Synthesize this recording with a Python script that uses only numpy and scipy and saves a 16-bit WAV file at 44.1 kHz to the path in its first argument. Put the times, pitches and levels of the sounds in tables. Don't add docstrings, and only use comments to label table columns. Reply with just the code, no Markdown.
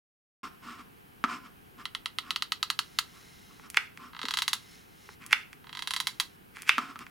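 import sys
import numpy as np
from scipy import signal
from scipy.fft import rfft, irfft
from scipy.io import wavfile

SR = 44100
rng = np.random.default_rng(int(sys.argv[2]) if len(sys.argv) > 2 else 0)


def output_pcm(signal):
    pcm = np.clip(np.atleast_2d(signal).T, -1, 1) * 32767
    wavfile.write(sys.argv[1], SR, np.round(pcm).astype(np.int16))


N = 313418
RING = 16384
FREQ = np.maximum(np.arange(RING // 2 + 1) * SR / RING, 1)

# (frequency [Hz], width [Hz], gain [dB])
LEVER_MODES = [(438, 85, -14.5), (877, 375, -6.5), (1420, 950, 0.5), (2000, 554, 5), (2543, 370, 2.5),
               (3345, 180, -2), (4050, 1600, -12.5), (7160, 7400, -17), (10340, 760, -13.5)]
LEVER_HZ = 2093


def amp(db):
    return 10 ** (np.asarray(db) / 20)


def unit(x):
    return x / np.sqrt(np.mean(x ** 2))


def add(out, sound, at_s):
    i = int(at_s * SR)
    out[..., i:i + sound.shape[-1]] += sound[..., :N - i]


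def body(modes, sense=-1):
    return sum(sense ** k * amp(db) / (1 + 1j * (FREQ ** 2 - hz ** 2) / (FREQ * width_hz))
               for k, (hz, width_hz, db) in enumerate(modes))


def low_cut(hz, order):
    return signal.freqs(*signal.butter(order, 1, "high", analog=True), FREQ / hz)[1]


def bending(lag_s):
    delay_s = .0006 + lag_s / (1 + (FREQ / 1900) ** 4)
    return np.exp(-2j * np.pi * np.cumsum(delay_s) * SR / RING)


def delay(s):
    return np.exp(-2j * np.pi * FREQ * s)


def blow(response, tilt_db_oct=0):
    octaves = np.log2(np.clip(FREQ, 500, 10000) / 2000)
    ring = irfft(response * amp(tilt_db_oct * octaves))
    ring[RING // 2:] = 0
    return ring / np.sqrt(np.sum(ring ** 2) / (SR / 1000))


def friction(response, slips_per_s):
    slips = (rng.random(N) < slips_per_s / SR) * rng.standard_normal(N)
    return unit(signal.fftconvolve(slips, blow(response))[:N])


def strokes(rows):
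    gain = np.zeros(N)
    for at_s, length_s, db in rows:
        speed = np.abs(np.sin(np.pi * np.linspace(0, 1, int(length_s * SR)) ** 0.77))
        add(gain, amp(db) * speed ** 1.49, at_s)
    return gain


def room(early_t60_s, late_t60_s, late_db, correlation):
    t = np.arange(RING) / SR
    onset = np.clip(t / .002 - 1, 0, 1)
    fade = onset * (amp(-60 * t / early_t60_s) + amp(late_db - 60 * t / late_t60_s))
    mid, side = rng.standard_normal((2, RING)) / np.sqrt(2)
    noise = np.sqrt(1 + correlation) * mid + np.sqrt(1 - correlation) * np.array([side, -side])
    return noise * fade / np.sqrt(np.sum(fade ** 2))


def heard(dry, reflections, wet_db, pan_db):
    wet = signal.fftconvolve(dry[None], reflections, axes=1)[:, :len(dry)]
    return (dry + amp(wet_db) * wet) * amp(np.array([[pan_db], [-pan_db]]) / 2)


def air():
    # (frequency [Hz], relative density [dB])
    spectrum = [(15, -53), (25, -10), (175, -3.5), (363, -11.5), (405, -9.5), (624, -23.5), (714, -16.5),
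                (1070, -20.5), (1610, -17), (1840, -20.5), (3080, -20), (3520, -26), (7310, -33),
                (11000, -26), (16000, -27.5)]
    hz, db = np.transpose(spectrum)
    log_freq = np.log(np.maximum(np.arange(N // 2 + 1) * SR / N, 1))
    colour = amp(np.interp(log_freq, np.log(hz), db))
    side_db = np.interp(log_freq, np.log([80, 250, 1000, 10000]), [-2.0, 0.5, 8.5, -12.5])
    mid, side = irfft(rfft(rng.standard_normal((2, N))) * [colour, colour * amp(side_db)], N)
    return amp(-58.5) * np.array([mid + side, mid - side]) / np.std(mid)


def nozzle():
    # (start [s], length [s], level [dB])
    beads = [(2.774, 0.91, -62.5), (4.46, 0.7, -61.5), (6.029, 0.34, -62.5)]
    # (frequency [Hz], width [Hz], gain [dB])
    modes = [(1276, 620, -9.5), (2074, 170, 2.5), (2950, 570, -4.5), (4130, 600, -2.5), (5320, 310, -0.5),
             (6500, 1300, -7.5), (9640, 500, -6.5), (10750, 1100, -13.5)]
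    fade_s, waver_db, waver_per_s = 0.02, 3.5, 8.2
    t = np.arange(N) / SR
    drawn = sum(amp(db) * np.clip(np.minimum(t - at_s, at_s + length_s - t) / fade_s, 0, 1)
                for at_s, length_s, db in beads)
    pressure = amp(waver_db * np.interp(t * waver_per_s, np.arange(RING), rng.standard_normal(RING)))
    dry = drawn * pressure * friction(body(modes), slips_per_s=7900)
    reflections = room(early_t60_s=0.0176, late_t60_s=0.22, late_db=-29.5, correlation=0.85)
    return heard(dry, reflections, wet_db=-7, pan_db=0)


def strip():
    # (frequency [Hz], width [Hz], gain [dB])
    modes = [(247.6, 43.6, 4), (379, 11, -7.5), (727, 17.6, -3), (860, 17, -31), (1048, 27.7, 7.5),
             (1266, 94, 10.5), (1277, 155, 6.5), (1523, 180, -1.5), (1480, 370, -2), (1880, 490, -10.5),
             (2206, 190, -11), (2810, 180, -15), (2970, 72, -13.5), (4220, 1700, -42), (4720, 330, -23),
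             (5550, 210, -21), (6900, 67, -38), (8220, 4000, -33)]
    # (start [s], length [s], level [dB])
    scuffs = [(0.405, 0.095, -41), (0.61, 0.21, -44.5), (0.78, 0.052, -47.5), (1.265, 0.13, -37.5),
              (1.425, 0.073, -51.5), (1.775, 0.068, -47.5), (2.21, 0.17, -51), (3.125, 0.086, -60),
              (3.49, 0.052, -58.5), (3.62, 0.076, -53), (3.975, 0.15, -49), (5.19, 0.12, -55.5),
              (6.77, 0.13, -43), (6.87, 0.075, -47), (6.99, 0.055, -45)]
    # (time [s], relative level [dB], tilt [dB/octave])
    knocks = [(1.2403, -6.5, -1), (6.782, -7.5, 0.5), (6.9583, -25.5, -0.5)]
    wood = friction(body(modes) * low_cut(hz=270, order=2), slips_per_s=3500)
    rasp = friction(body([(2100, 2400, 0)]) ** 2, slips_per_s=2900)
    dry = strokes(scuffs) * (wood + amp(-11) * rasp)
    struck = body(modes, sense=0.89) * low_cut(hz=235, order=2) / (1 + 1j * FREQ / 3000)
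    for at_s, db, tilt_db_oct in knocks:
        add(dry, amp(db - 6) * blow(struck, tilt_db_oct), at_s)
    bump = body([(250, 24, 3.5), (460, 57, -1.5)]) * low_cut(hz=175, order=2)
    add(dry, amp(-32) * blow(bump), at_s=4.2395)
    reflections = room(early_t60_s=0.027, late_t60_s=0.42, late_db=-23.5, correlation=0.76)
    return heard(dry, reflections, wet_db=-2, pan_db=-0.6)


def lever(hz):
    modes = [(mode_hz * hz / LEVER_HZ, width_hz, db) for mode_hz, width_hz, db in LEVER_MODES]
    return body(modes) * low_cut(hz=499, order=2) * bending(lag_s=0.00095)


def snap(hz, seat_s, spring_db):
    t = np.arange(RING) / SR
    touch_db, spring_decay_s = -10, 0.043
    contacts = amp(touch_db) + delay(seat_s) / (1 + (FREQ / 5000) ** 4)
    shiver = irfft(rfft(rng.standard_normal(RING)) * body([(2600, 1050, 0)]) ** 2)
    spring = amp(spring_db) * unit(shiver) * np.exp(-t / spring_decay_s)
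    return blow(lever(hz) * contacts, tilt_db_oct=1.5) + spring


def trigger():
    # (time [s], relative level [dB], tuning [Hz], seating [s], rub [dB], spring re snap [dB])
    releases = [(3.7702, -6.5, 2133, 0.0014, -39.5, -42), (5.3278, -4.5, 2175, 0.0014, -34, -34),
                (6.6921, -4, 2200, 0.000807, -30.5, -24)]
    # (time [s], relative level [dB], tilt [dB/octave])
    clicks = [(3.5961, -38, -12), (3.7012, -29, 10.5), (3.7443, -24.5, 0), (3.974, -31.5, 0),
              (5.0894, -32, -10.5), (5.264, -31, 13), (5.31, -27, 0.5), (5.5299, -33, 1),
              (6.5688, -29, -2.5), (6.6207, -29, 8.5), (6.631, -34, -1), (6.6547, -48, -5),
              (6.9908, -32, 3.5), (7.0386, -44, -4), (7.066, -33.5, -2)]
    # (start [s], length [s], level [dB])
    rubs = [(3.62, 0.062, -62), (5.2, 0.084, -51.5), (6.535, 0.11, -49.5)]
    swell_db_per_s, lead_s = 682, 0.0005
    t = np.arange(N) / SR
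    rub_gain, hits = strokes(rubs), np.zeros(N)
    for at_s, db, hz, seat_s, rub_db, spring_db in releases:
        rub_gain += amp(rub_db - swell_db_per_s * np.abs(at_s - t)) * (t < at_s)
        add(hits, amp(db - 0.5) * snap(hz, seat_s, spring_db), at_s - lead_s)
    for at_s, db, tilt_db_oct in clicks:
        add(hits, amp(db - 4) * blow(lever(LEVER_HZ), tilt_db_oct), at_s - lead_s)
    rub = rub_gain * friction(body(LEVER_MODES) * low_cut(hz=896, order=2), slips_per_s=2400)
    reflections = room(early_t60_s=0.021, late_t60_s=0.29, late_db=-18, correlation=0.42)
    return heard(hits + rub, reflections, wet_db=-7.5, pan_db=-1.1)


def stick_slip():
    slips = [
        [1.854, 1.949, 2.058, 2.185, 2.306, 2.36, 2.422, 2.52, 2.628, 2.701, 2.79, 2.987],
        [4.132, 4.148, 4.165, 4.191, 4.215, 4.23, 4.253, 4.284, 4.308, 4.338, 4.371, 4.387, 4.42, 4.479, 4.531],
        [5.642, 5.669, 5.693, 5.728, 5.75, 5.771, 5.791, 5.822, 5.873, 5.907, 5.936, 5.963, 6.001, 6.07, 6.199],
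    ]
    # (first relative level [dB], full relative level [dB], build-up [s],
    # first tilt [dB/octave], reflections [dB], left minus right [dB])
    squeezes = [(-19, -5.5, 0.89, 0.5, -8, -1.6), (-32.5, -8.5, 0.13, -3.5, -5.5, -1),
                (-39, -10, 0.16, -0.5, -4.5, -3)]
    usual_wait_s, full_tilt_db_oct = 0.056, 0.63
    for times, (first_db, full_db, build_s, first_tilt_db_oct, wet_db, pan_db) in zip(slips, squeezes):
        waits = np.diff(times)
        for at_s, wait_s in zip(times, np.r_[waits[0], waits]):
            slack = np.exp(-(at_s - times[0]) / build_s)
            wait_db = np.log2(wait_s / usual_wait_s)
            db = full_db + slack * (first_db - full_db) + wait_db
            tilt_db_oct = full_tilt_db_oct + slack * (first_tilt_db_oct - full_tilt_db_oct)
            yield at_s, db, tilt_db_oct, wet_db, pan_db


def feed():
    # (frequency [Hz], width [Hz], gain at each of the three grip_s [dB])
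    housing = [(1046, 184, -5.5, -4, 4.5), (1305, 166, 5, 11, 2), (1627, 230, -17, 8, 2),
               (2030, 180, 8.5, 6, 9.5), (2690, 395, -7, 2.5, 2), (2980, 300, 10, 12, 4),
               (3293, 165, 9.5, 8, 14), (3720, 127, 5.5, 13, 9), (3900, 104, 5.5, -1, 10.5),
               (3960, 460, 1, 13.5, 6.5), (4540, 110, -25, -14, 6), (4360, 120, -4, 10, 2),
               (5200, 24, -27, -6, -8), (6080, 130, -26, -30, -6), (6570, 68, -5, 19, 15),
               (9420, 280, 11, 23.5, 3), (10470, 870, 20.5, 6, 24.5), (11900, 900, -20, -19, -10)]
    grip_s = [2.13, 2.8, 5.04]
    out = np.zeros((2, N))
    t = np.arange(RING) / SR
    hz, width_hz, *grip_db = np.transpose(housing)
    mat_echo = amp(-4) * body([(4460, 560, 0)]) * delay(0.0023)
    path = bending(lag_s=0.0019) * (1 + mat_echo) * low_cut(hz=928, order=6)
    shell = rfft(rng.standard_normal(RING) * np.exp(-t / 0.0048)) * low_cut(hz=5200, order=3)
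    shell = shell / np.std(shell) / (1 + 1j * FREQ / 11000)
    plastic_damping = signal.freqs(*signal.butter(3, 1, analog=True), FREQ / 5900)[1]
    for at_s, db, tilt_db_oct, wet_db, pan_db in stick_slip():
        pitch_jitter, gain_jitter = rng.standard_normal((2, len(hz)))
        mode_db = np.array([np.interp(at_s, grip_s, row) for row in np.transpose(grip_db)])
        modes = zip(hz * (1 + .007 * pitch_jitter), width_hz, mode_db + 1.5 * gain_jitter)
        shell_db = np.interp(at_s, grip_s, [-14, -5, -4])
        ring = body(modes, sense=0.93) * plastic_damping + amp(shell_db) * shell
        cutoff_hz = 14000 * amp(0.55 * (db + 6.5))
        tick = blow(ring * path / (1 + 1j * FREQ / cutoff_hz) ** 2, tilt_db_oct)
        reflections = room(early_t60_s=0.028, late_t60_s=0.18, late_db=-9, correlation=0.5)
        add(out, amp(db - 4.5) * heard(tick, reflections, wet_db, pan_db), at_s)
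    return out


def scene():
    return feed() + trigger() + strip() + nozzle() + air()


def record(dry):
    start_s, top_hz = 0.432, 16000
    gate = np.arange(N) / SR >= start_s
    rounded = np.tanh(0.61 * dry * gate) / 0.59
    return signal.sosfilt(signal.ellip(8, .2, 70, top_hz, fs=SR, output="sos"), rounded)


dry = scene()
out = record(dry)
output_pcm(out)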